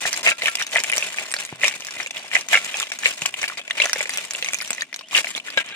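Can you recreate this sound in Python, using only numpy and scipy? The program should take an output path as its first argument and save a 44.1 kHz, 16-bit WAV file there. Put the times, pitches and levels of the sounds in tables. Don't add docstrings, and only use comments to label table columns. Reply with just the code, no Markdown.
import sys
import numpy as np
from scipy import signal
from scipy.fft import rfft, irfft
from scipy.io import wavfile
from scipy.ndimage import uniform_filter1d

SR = 44100
rng = np.random.default_rng(int(sys.argv[2]) if len(sys.argv) > 2 else 0)


def rack_gain(trim_db):
    fader = np.asarray(trim_db, float)
    return 10 ** (fader / 20)


def output_pcm(signal):
    pcm = np.clip(np.atleast_2d(signal).T, -1, 1) * 32767
    wavfile.write(sys.argv[1], SR, np.round(pcm).astype(np.int16))


N = 253575

# frequency in Hz, level in dB per Hz.
AIR_COLOUR = [(15, -39), (25, -30), (263, 41), (1400, -31), (2610, 27.5), (8140, 16.5), (13600, -13),
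              (16000, -53)]
# frequency in Hz, likeness from 0 to 1.
PORT_LIKENESS = [(40, .55), (130, .97), (300, .997), (850, .99), (1600, .78), (3000, .35)]
# frequency in Hz, left over right in dB.
PORT_TILT = [(100, 0.4), (2000, 3), (4800, -1.5), (14000, 5)]
# time in seconds, pitch in Hz, level in dB.
BUBBLE = [
    (5.02, 2370, -60),
    (5.037, 2760, -37),
    (5.061, 3150, -50),
    (5.085, 3450, -48),
]
# start in seconds, peak in dB, tray pitch in Hz.
THUDS = [
    (0.046, -31, 179),
    (1.52, -21.5, 140),
    (1.962, -39, 128),
    (3.215, -24.5, 151),
    (4.698, -27.5, 218),
    (5.353, -34, 252),
    (5.563, -29.5, 268),
]
# frequency in Hz, level in dB, time to fall 60 dB in seconds.
PAN_MODES = [(1361, -8.5, 0.12), (1610, -7.5, 0.086), (2260, -13, 0.087), (2860, -13, 0.047),
             (3184, -2, 0.021), (3874, -0.5, 0.018)]
# start in seconds, level in dB, extra level of the lowest mode in dB.
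PAN_HITS = [
    (0.271, -22.5, 13),
    (.309, -18, 1.5),
    (0.479, -16.5, 2),
    (2.549, -13.5, 6.5),
    (5.575, -6.5, -20),
    (5.721, -30, -14),
    (4.818, -39, -12),
]
# frequency in Hz, level in dB per Hz.
SHELL_COLOUR = [(90, -81), (160, -46), (420, -51.5), (600, -12), (1150, -18), (1600, -3), (2150, 4),
                (2750, 5), (4400, -10.5), (7330, -7), (9200, -11), (10400, -18), (15500, -26.5)]
# peak time in seconds, peak in dB, swell and ebb in seconds per SURGE_DB.
SURGES = [(0.058, -26, 0.12, 0.12), (0.284, -21, 0.16, 0.061), (0.462, -21, 0.073, 0.063),
          (.61, -28.5, 0.076, 0.086), (0.764, -21, 0.064, 0.087), (0.962, -33, 0.64, 1),
          (1.175, -29, 0.028, 0.045), (1.395, -33, 0.1, 0.12), (1.635, -25, 0.045, 0.16),
          (2.023, -36.5, 0.54, 0.08), (2.159, -36.5, 0.086, 0.29), (2.353, -23.5, 0.053, 0.059),
          (2.549, -18.5, 0.06, 0.063), (2.831, -31.5, 0.84, 0.03), (2.96, -41, 1, 1),
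          (3.061, -24.5, 0.057, 0.11), (3.277, -37, 0.47, 0.16), (3.431, -33.5, 0.2, 0.26),
          (3.581, -29, 0.012, 0.047), (3.823, -23.5, 0.1, 0.12), (4.013, -30, 0.18, 0.076),
          (4.167, -32.5, 0.2, 0.18), (4.49, -37.5, 0.78, 0.48), (4.807, -40, 1, 0.094),
          (5.173, -16.5, 0.051, 0.045), (5.307, -31, 0.11, 0.032), (5.362, -31.5, 0.038, 0.038),
          (5.484, -35.5, 0.13, 0.3), (5.578, -20.5, 0.0092, 0.053), (5.749, -40, 1, 0.33)]
# time in seconds, thin-wall level in dB.
SMALL_SHELLS = [(0, -1), (.5, -3), (1.3, -2), (1.49, -0.5), (1.55, -11), (1.62, -1.5), (2.1, -5), (3.2, -1),
                (3.7, -6.5), (4.65, 0), (4.9, -7.5), (5.3, 0), (5.75, -15)]
# time in seconds, change in dB.
PAUSES = [(0.211, -8), (.543, 2.5), (.822, -5), (1.575, -3), (2.47, -6.5), (3.325, -3.5), (3.65, 2),
          (4.3, -2), (4.415, -2), (4.77, -1.5), (5.425, -9)]
# four times in seconds, for start, full, still full and end.
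LULL_S = (4.84, 4.86, 5.09, 5.12)
# start in seconds, peak in dB, heap pitch in Hz.
SAGS = [(0.2694, -20, 670), (0.4338, -27, 654), (0.7414, -28, 624), (0.9551, -34, 555),
        (0.9799, -27.5, 640), (1.2162, -31.5, 780), (1.3647, -34, 735), (2.1598, -40, 680),
        (2.1997, -38, 760), (2.2447, -37, 840), (2.352, -29, 660), (2.7526, -29.5, 786),
        (2.828, -26.5, 1120), (3.253, -29, 1090), (3.431, -32, 610), (3.521, -30.5, 1110),
        (3.5949, -34, 580), (3.7016, -39, 1060), (3.8195, -36, 580), (3.8542, -21.5, 622),
        (3.9312, -30, 1070), (4.0557, -42, 553), (4.3664, -40, 606), (4.4233, -41, 620),
        (4.7143, -33.5, 700), (4.813, -47, 1080), (5.0092, -35.5, 1060), (5.131, -25.5, 1140),
        (5.2438, -30.5, 666), (5.3762, -31.5, 860)]
# start in seconds, peak in dB, wall pitch in Hz.
GRAZES = [(0.141, -17, 5100), (0.175, -14.5, 7340), (0.4193, -18, 4050), (0.498, -21, 9800),
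          (0.711, -28, 6800), (0.801, -18, 5370), (0.897, -17, 9700), (1.0925, -27, 7350),
          (1.256, -33, 5460), (1.323, -17, 8200), (1.365, -17, 4430), (1.462, -27, 8930),
          (1.806, -21.5, 5980), (1.8683, -19.5, 6840), (1.8853, -32, 5810), (1.9077, -24, 5700),
          (2.0298, -22, 7040), (2.0704, -21.5, 7300), (2.1946, -29.5, 4560), (2.355, -27, 7130),
          (2.366, -32.5, 5730), (2.409, -28, 4570), (2.4935, -35, 6420), (2.646, -16.5, 6600),
          (2.8288, -22, 6480), (3.0558, -12.5, 3800), (3.1366, -24, 6280), (3.2183, -15.5, 6800),
          (3.373, -34, 7200), (3.4161, -16.5, 6170), (3.5766, -21, 4500), (3.701, -28, 6100),
          (3.801, -11, 3980), (3.8207, -14, 6500), (3.8953, -18.5, 6340), (3.906, -26, 5780),
          (4.028, -15.5, 7550), (4.0936, -14, 8600), (4.1047, -21.5, 4670), (4.1432, -21, 9600),
          (4.2498, -20, 8750), (4.359, -20.5, 7040), (4.487, -18, 6100), (4.5332, -11.5, 7000),
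          (4.6123, -18, 4730), (4.6216, -21, 9800), (4.648, -26, 8100), (4.676, -20.5, 7560),
          (4.8087, -16.5, 4040), (5.1769, -9, 4000), (5.1882, -17, 7300), (5.3779, -18, 4000),
          (5.502, -23.5, 4760), (5.6616, -30, 7500), (5.6882, -29, 4300), (2.5265, -19, 11100),
          (3.992, -20, 6340), (4.992, -28.5, 4600)]
# start in seconds, peak in dB, cavity pitch in Hz.
BUMPS = [(0.2797, -8.5, 2250), (0.4134, -25, 2230), (0.441, -23, 2230), (0.4577, -9, 2580),
         (0.469, -13, 2210), (0.571, -24, 2750), (0.585, -19, 2170), (0.625, -18, 2880),
         (0.7728, -8.5, 2630), (0.9333, -8, 2250), (1.255, -29.5, 1560), (1.363, -26, 1610),
         (1.4906, -26.5, 2120), (1.4967, -37, 2196), (1.6473, -9, 2300), (1.711, -21, 2250),
         (1.855, -28, 2530), (1.8854, -26, 2040), (1.969, -25.5, 2110), (2.073, -24, 2800),
         (2.1602, -22, 2200), (2.3146, -18, 2320), (2.355, -14, 1800), (2.533, -7, 2780),
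         (2.6924, -22, 2750), (2.8271, -13, 2640), (2.869, -29, 2220), (2.9224, -26, 2160),
         (3.0336, -15, 2230), (3.0804, -19, 2220), (3.3405, -14, 2800), (3.3624, -29, 2220),
         (3.4303, -13.5, 2160), (3.478, -18, 2470), (3.602, -30, 2500), (3.6145, -25.5, 3050),
         (3.699, -25, 2350), (3.7088, -10.5, 2860), (3.81, -15, 2530), (3.8598, -17, 1710),
         (3.931, -23, 1660), (3.9877, -23, 2130), (4.151, -29, 2180), (4.4606, -17, 2230),
         (4.535, -23, 2300), (4.551, -18, 2430), (4.603, -21, 2170), (4.62, -21.5, 1880),
         (4.647, -24.5, 2800), (4.6956, -31, 2200), (4.7818, -27, 1880), (4.808, -28, 2620),
         (4.8202, -15.5, 1880), (4.831, -25, 2330), (5.1851, -8, 2200), (5.2446, -12.5, 2250),
         (5.3994, -20.5, 2580), (5.4832, -23, 1680), (5.4977, -36, 1790), (5.6619, -41, 2790)]
# start in seconds, peak in dB, wall pitch in Hz.
LIDS = [(0.1289, -10.5, 5970), (0.5533, -11.5, 4940), (.623, -13.5, 5750), (3.94, -37, 5350),
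        (0.98, -6, 5860), (1.6804, -7, 5740), (1.848, -20, 4970), (1.908, -30, 5700), (2.109, -22.5, 5900),
        (2.4859, -15.5, 6500), (2.7693, -16, 6300), (2.9193, -18, 5700), (3.4809, -15, 4550),
        (3.855, -10, 6070), (3.9309, -6.5, 5700), (4.136, -17, 5960), (4.4248, -18, 4100),
        (4.4452, -16, 6340), (4.73, -13, 6360), (4.9416, -18.5, 4120), (5.573, -16, 5000),
        (0.163, -18.5, 6460), (.230, -19.5, 5260), (1.798, -38, 6000), (2.279, -27.5, 5000),
        (2.41, -19.5, 6030), (2.988, -19, 6600), (4.4176, -28, 6200), (4.586, -20.5, 5800),
        (4.748, -22.5, 6040)]
# start in seconds, peak in dB, wall pitch in Hz.
LIPS = [(0.091, -18, 7140), (0.3003, -11, 7460), (0.458, -22, 9200), (0.791, -15.5, 7000),
        (0.8365, -10, 7000), (0.963, -13.5, 8550), (0.97, -10.5, 7200), (1.141, -22, 7200),
        (1.315, -16.5, 8700), (1.339, -9, 8970), (1.4501, -18.5, 7700), (2.349, -11.5, 7140),
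        (2.653, -24, 6900), (2.7993, -11.5, 7360), (3.2594, -5.5, 7300), (3.4282, -17.5, 7950),
        (4.0115, -16.5, 7400), (4.092, -28, 8100), (4.1731, -9, 8080), (4.308, -15, 6670),
        (4.3348, -18, 9200), (4.473, -27, 8100), (4.5438, -9.5, 6460), (4.7052, -9, 7700),
        (4.8196, -18, 6670), (4.961, -19, 7900), (5.085, -32, 6530), (.666, -18, 6500), (.917, -13, 9550),
        (1.557, -30, 8300)]
# start in seconds, peak in dB.
SETTLING = [(0.029, -22.5), (0.1383, -19.5), (0.615, -15.5), (1.1436, -25), (1.425, -24), (1.821, -23.5),
            (2.061, -19), (1.615, -19.5), (1.739, -20.5), (2.168, -20), (2.8695, -23), (2.806, -19.5),
            (2.835, -20.5), (3.499, -20), (3.678, -20.5), (3.932, -17), (4.028, -26), (4.056, -17),
            (4.094, -18.5), (4.4454, -19.5), (4.614, -30), (4.506, -32), (5.1099, -24.5), (4.7143, -23),
            (4.781, -21), (4.928, -25), (4.9422, -25), (4.99, -27), (5.0102, -35), (5.3763, -20.5)]
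# start in seconds, peak in dB, cavity pitch in Hz.
STRAGGLERS = [(.3173, -11, 2530), (.4206, -14.5, 2170), (.4571, -14, 2500), (.5529, -18.5, 2810),
              (.6024, -19.5, 1780), (.8423, -15, 2380), (.899, -12.5, 2520), (1.0248, -13.5, 2610),
              (1.1849, -13.5, 2400), (1.3393, -16, 1890), (1.6794, -15.5, 2250), (2.0006, -14.5, 2030),
              (2.1072, -19.5, 2640), (2.334, -15.5, 2200), (2.7418, -15, 2500), (2.9177, -15.5, 2320),
              (3.2197, -16, 2640), (3.2564, -13.5, 2800), (3.34, -19.5, 2620), (3.5722, -22, 2450),
              (3.7078, -13, 2110), (3.8954, -18.5, 1730), (4.1835, -15, 2740), (4.349, -17.5, 2800),
              (4.4252, -14, 2640), (4.486, -15.5, 2200), (4.5347, -18, 2400), (4.821, -21.5, 2090),
              (5.2697, -18, 2210), (5.35, -18, 3440)]
# start in seconds, peak in dB, cavity pitch in Hz, heap thump relative in dB.
KNOCKS = [(.054, -12.5, 1750, -1.5), (0.2633, -3.5, 2630, -15), (0.2723, -4.5, 2190, -27),
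          (0.2832, -8.5, 2130, -17), (0.2876, -7, 2600, -13), (.481, -11, 1790, -22),
          (0.7585, -5.5, 2220, -4.5), (0.766, -11.5, 1800, -34), (0.7829, -10.5, 2170, -10),
          (.9249, -11, 2250, -16), (1.6345, -5.5, 2160, -11.5), (1.6412, -9, 2750, -5),
          (1.6533, -7, 2440, -35), (2.3529, -4, 2228, -30), (2.365, -8.5, 2000, -9.5),
          (2.5293, -8, 2200, -2), (2.5421, -3, 2130, -14), (2.5533, -3, 2210, -16),
          (2.5728, -10, 2170, -10.5), (3.0576, -1.5, 2190, -14.5), (3.4398, -12, 2270, -10.5),
          (3.8006, -7, 2280, -9.5), (3.8178, -6.5, 2760, -40), (3.8368, -11.5, 2590, -6),
          (3.958, -17.5, 2150, -1.5), (4.0065, -12.5, 2260, -4.5), (5.1495, -5.5, 2700, -43),
          (5.1738, -10, 2780, -40), (5.1851, -19, 2320, 2), (5.5733, -11.5, 2140, 2.5)]

AIR_DB = -59.5
LEFT_LEAD_S, LEAD_SPREAD_S = .00011, .00004
GURGLE_HZ, GURGLE_DB = 640, -14
SURGE_DB = 20
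TRICKLE_DB, MEAN_DB = -51, -35
WALL_DB, WALL_SLOPE, HEAP_DB, HEAP_SLOPE = -4.5, -0.041, -12, -0.21
HEAP_FADE_DB_PER_S = -0.6
CLEAR_S = .005
LULL_DB = -4
PAUSE_S, SCATTER_T60 = 0.024, 0.035
SNAP_DB, SNAP_T60, SNAP_TILT = -6.5, 0.0058, 0.78
SETTLE_HZ, SETTLE_SPREAD, DROP_HEAP_DB = 2250, 0.55, -11.5


def evened(x):
    return x / np.sqrt(np.mean(x ** 2) + 1e-20)


def read(points, hz):
    f, value = np.transpose(points)
    return np.interp(np.log(hz + 1), np.log(f + 1), value)


def add(mix, s, sound):
    part = mix[:, max(round(s * SR), 0):][:, :sound.shape[1]]
    part += sound[:, :part.shape[1]]


def filtered(x, order, hz, kind):
    return signal.sosfilt(signal.butter(order, hz, kind, fs=SR, output="sos"), x)


def ring(hz, db, t60, rise, pan_db, dice):
    lead = LEFT_LEAD_S + LEAD_SPREAD_S * (4 * dice[0] - 2)
    length = round(1.1 * np.max(t60) * SR) + 60
    t = np.maximum(np.arange(length) / SR - .0004 + np.array([[lead], [-lead]]) / 2, 0)
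    spread = np.arccos(np.clip(read(PORT_LIKENESS, hz), -1, 1)) * .42
    skew = spread * (2 * dice[1:1 + len(hz)] - 1) * np.array([1, -1])[:, None, None]
    t = t[..., None]
    modes = rack_gain(db - 60 * t / t60) * np.sin(2 * np.pi * hz * t + skew)
    out = modes.sum(-1) * (1 - np.exp(-t[..., 0] / rise)) ** 2
    balance = rack_gain(np.array([[.5], [-.5]]) * np.clip(pan_db, -12, 12))
    return out / (0.7 * abs(out).max(1).mean()) * balance


def snap(dice):
    hz = np.geomspace(900, 14500, num=24) * (.94 + .12 * dice[25:49])
    db = SNAP_TILT * read(SHELL_COLOUR, hz) + 4.3 * np.log2(hz / 2000) - 8 * dice[49:73]
    return rack_gain(SNAP_DB) * ring(hz, db, SNAP_T60 * (.5 + dice[49:73]), .00008, 0, dice)


def air():
    hz = np.fft.rfftfreq(N, 1 / SR)
    a, b = rfft(rng.standard_normal((2, N)))
    same = np.clip(read(PORT_LIKENESS, hz), -1, 1)
    ports = np.array([a, same * a + np.sqrt(1 - same ** 2) * b])
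    return rack_gain(AIR_DB) * evened(irfft(ports * rack_gain(read(AIR_COLOUR, hz)), N))


def bubble():
    s, hz, db = np.transpose(BUBBLE)
    t, out = np.arange(s[0], s[-1], 1 / SR), np.zeros((2, N))
    wobble = 1 + .3 * uniform_filter1d(rng.standard_normal(len(t)), 60)
    flutter = 1 + .35 * evened(uniform_filter1d(rng.standard_normal(len(t)), 90))
    level_db = np.interp(t, s, db)
    whistle = np.sin(2 * np.pi * np.cumsum(np.interp(t, s, hz) * wobble) / SR)
    gurgle = np.sin(2 * np.pi * np.cumsum(GURGLE_HZ * wobble ** 2) / SR)
    add(out, s[0], (rack_gain(level_db) * flutter * whistle)[None])
    add(out, s[0], (rack_gain(level_db + GURGLE_DB) * gurgle)[None])
    return out


def thuds():
    out, dice = np.zeros((2, N)), rng.random((len(THUDS), 6))
    for (s, db, hz), d in zip(THUDS, dice):
        modes_hz = np.r_[124, hz * np.array([1.1, 2.4, 5.5])]
        modes_db = np.array([-14 + 1.2 * (db + 18.0), 2.5, 16.0, 14.0])
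        push = ring(modes_hz, modes_db, np.array([1.0, 0.052, 0.0071, 0.0075]), 0.00021, 0, d)
        add(out, s + 0.00579, -rack_gain(db) * push)
    return filtered(out, 2, 105, "highpass")


def pan():
    out, (hz, db, t60) = np.zeros((2, N)), np.transpose(PAN_MODES)
    for (s, hit_db, rim_db), d in zip(PAN_HITS, rng.random((len(PAN_HITS), 12))):
        modes_db = db + rim_db * (hz == hz[0])
        add(out, s, rack_gain(hit_db) * ring(hz, modes_db, t60, 0.0011, 0, d))
    return out


def swarm(blows, lo_hz, hi_hz, share, t60, count, size=5):
    out, kind = np.zeros((2, N)), np.floor(rng.random(N) * count / share)
    for k in range(count):
        d, e = rng.random(20), rng.random((3, size))
        place = ((k + d[15]) / count + (np.arange(size) + .6 * e[2]) / size) % 1
        hz = lo_hz * (hi_hz / lo_hz) ** place
        db = read(SHELL_COLOUR, hz) - 9 * e[0]
        pan_db = 7 * (d[16] - .5) * (1 - read(PORT_LIKENESS, lo_hz))
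        shell = ring(hz, db, t60 * (.5 + e[1]), 0.25 / lo_hz, pan_db, d)
        shell = shell / np.linalg.norm(shell)
        out += signal.oaconvolve((blows * (kind == k))[None], shell, axes=1)[:, :N]
    return evened(out)


def rattle():
    t, flow_db = np.arange(N) / SR, np.full(N, float(TRICKLE_DB))
    for s, db, swell, ebb in SURGES:
        away = np.maximum((s - t) / max(swell, .01), (t - s) / max(ebb, .01))
        flow_db = np.maximum(flow_db, db - SURGE_DB * away)
    flow_db += np.interp(t, LULL_S, (0, LULL_DB, LULL_DB, 0))
    catch_db = sum(db * np.exp(-((t - s) / PAUSE_S) ** 2) for s, db in PAUSES)
    wall_db = catch_db + WALL_DB + WALL_SLOPE * (flow_db - MEAN_DB)
    wall_db += np.interp(t, *np.transpose(SMALL_SHELLS))
    heap_db = HEAP_DB + HEAP_SLOPE * (flow_db - MEAN_DB) + HEAP_FADE_DB_PER_S * (t - 3)

    drift = uniform_filter1d(uniform_filter1d(rng.standard_normal(N), 300), 300)
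    clump = rack_gain(4.2 * evened(drift))
    most = np.clip(-.9 - .09 * flow_db, .8, 2.7)
    strength = rack_gain(5 * (np.minimum(rng.exponential(1, N), most) - most / 3))
    blows = strength * (rng.random(N) < 600 * clump / SR)
    for s, *_ in KNOCKS + STRAGGLERS + SETTLING + LIPS + LIDS:
        blows[round((s - CLEAR_S) * SR):round(s * SR)] *= .2

    cavity = swarm(blows ** 0.45, 1124, 3896, 0.89, 0.017, count=18, size=8)
    wall = swarm(blows ** 0.89, 3846, 16820, 0.96, 0.009, count=18, size=14)
    heap = swarm(blows, 471, 1042.0, 0.71, 0.035, count=6)
    tray = swarm(blows, 80.6, 436.0, 0.49, 0.06, count=4)
    out = rack_gain(flow_db + 1.2 * catch_db + 1.5) * cavity
    out += rack_gain(flow_db + wall_db + 5.5) * wall
    out += rack_gain(flow_db + heap_db + 1.0) * heap
    return out + rack_gain(.5 * flow_db - 40.0) * tray


def jostle():
    rows = BUMPS + GRAZES + SAGS
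    out, dice = np.zeros((2, N)), rng.random((len(rows), 73))
    for (s, db, hz), d in zip(rows, dice):
        db, rise = min(db, -9), 0.32 / hz
        t60 = 0.017 * (hz / 2200) ** -.7 * np.r_[1, .5 + d[14:16]]
        modes_hz = hz * np.r_[1, np.exp(.5 * (d[10:12] - .5))]
        modes_db = np.r_[0, -2 - 5 * d[12:14]]
        snap_db = db - 3.9 * (hz < 4000) - 10 * (hz < 1200) + 3.0
        add(out, s - rise, rack_gain(db) * ring(modes_hz, modes_db, t60, rise, 5 * (d[23] - .5), d))
        add(out, s, rack_gain(snap_db) * snap(d))
    return out


def ticks():
    rows = LIPS + LIDS
    out, dice = np.zeros((2, N)), rng.random((len(rows), 73))
    for (s, db, hz), d in zip(rows, dice):
        crack = np.geomspace(3600, 10000, num=6) * (0.953 + 0.523 * d[8:14])
        crack_db = -3 + 0.68 * read(SHELL_COLOUR, crack) - 0.56 * read(SHELL_COLOUR, 9800) - 6 * d[14:20]
        modes_hz, modes_db = np.r_[hz, 2400, crack], np.r_[0, -5, crack_db]
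        t60 = np.r_[.007, .004, .005 * (.5 + d[14:20])]
        add(out, s, rack_gain(db) * ring(modes_hz, modes_db, t60, 0.00022, 6 * (d[1] - .5), d))
        add(out, s, rack_gain(db + 1.0) * snap(d))
    return out


def knocks():
    settle_hz = SETTLE_HZ * np.exp(SETTLE_SPREAD * (rng.random(len(SETTLING)) - .5))
    light = STRAGGLERS + [(*row, hz) for row, hz in zip(SETTLING, settle_hz)]
    rows = KNOCKS + [(*row, DROP_HEAP_DB) for row in light]
    out, dice = np.zeros((2, N)), rng.random((len(rows), 73))
    for (s, db, hz, heap_db), d in zip(rows, dice):
        rise = 0.0003 * rack_gain(0.65 * (db + 17.0))
        near = hz * np.exp(0.53 * (d[10:13] - .5))
        cavity_db, cavity_t60 = np.r_[0, -3 - 6 * d[16:19]], np.r_[.013, .012 * (.5 + d[20:23])]
        cavity = ring(np.r_[hz, near], cavity_db, cavity_t60, rise, 5 * (d[23] - .5), d)
        crack_hz = np.geomspace(3600, 10500, num=5) * (0.45 + 0.262 * d[24:29])
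        crack_db = -7 - 0.75 * (db + 20.5) - 8 * d[13:18]
        crack = ring(crack_hz, crack_db, 0.009 * (.5 + d[4:9]), .0001, 0, d)
        heap_hz = np.array([560, 740]) * (0.932 + 0.46 * d[20:22])
        heap = ring(heap_hz, np.array([0, -3]), np.array([.033, .025]), 0.00051, 0, d)
        add(out, s - rise, rack_gain(db) * cavity)
        add(out, s, rack_gain(db + crack_db.max() + 6.5) * snap(d))
        add(out, s, rack_gain(db + crack_db.max()) * crack)
        add(out, s, rack_gain(db + heap_db - 8.0) * heap)
    return out


def scatter(x, count=4):
    t, out = np.arange(1600) / SR, np.zeros((2, N))
    short = filtered(x, 2, (1300, 11000), "bandpass")
    turn = np.arange(N) / SR * 23 % count
    for k in range(count):
        sparse = rng.standard_normal((2, len(t))) * (rng.random((2, len(t))) < .1)
        taps = sparse * rack_gain(-60 * t / SCATTER_T60) * (t > .0006)
        taps = taps / np.linalg.norm(taps, axis=1, keepdims=True)
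        distance = abs((turn - k + count / 2) % count - count / 2)
        window = np.cos(np.pi / 2 * np.minimum(distance, 1))
        out += signal.oaconvolve(short * window, taps, axes=1)[:, :N]
    return out


def scene():
    blows = filtered(knocks() + ticks(), 2, 300, "highpass")
    shells = blows + rattle() + pan() + jostle()
    return shells + rack_gain(-4.0) * scatter(shells) + thuds() + bubble() + air()


def gate(x, under_db=-35, patchy_db=7):
    hz, t, z = signal.stft(x, SR, nperseg=1024)
    power = abs(z[:, :512]).reshape(2, 32, 16, -1) ** 2
    band_db = 10 * np.log10(power.mean((0, 2)) + 1e-20)
    limit_db = under_db + .88 * (band_db.max(0) + 45) - 45
    limit_db = limit_db + patchy_db * rng.standard_normal(band_db.shape)
    keep = (band_db > limit_db) | (np.arange(32) < 7)[:, None]
    z[:, :512] *= np.repeat(np.where(keep, 1, .03), 16, axis=0)
    z *= rack_gain(np.array([[.5], [-.5]]) * read(PORT_TILT, hz))[..., None]
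    return signal.istft(z, SR, nperseg=1024)[1][:, :N]


def roll_off(x):
    return signal.sosfilt(signal.butter(12, 16440, fs=SR, output="sos"), x)


def record(dry):
    cut = filtered(dry, 2, 80, "highpass")
    cut = filtered(cut, 14, 15700, "lowpass")
    return roll_off(np.clip(gate(cut), -1, 1))


dry = scene()
out = record(dry)
output_pcm(out)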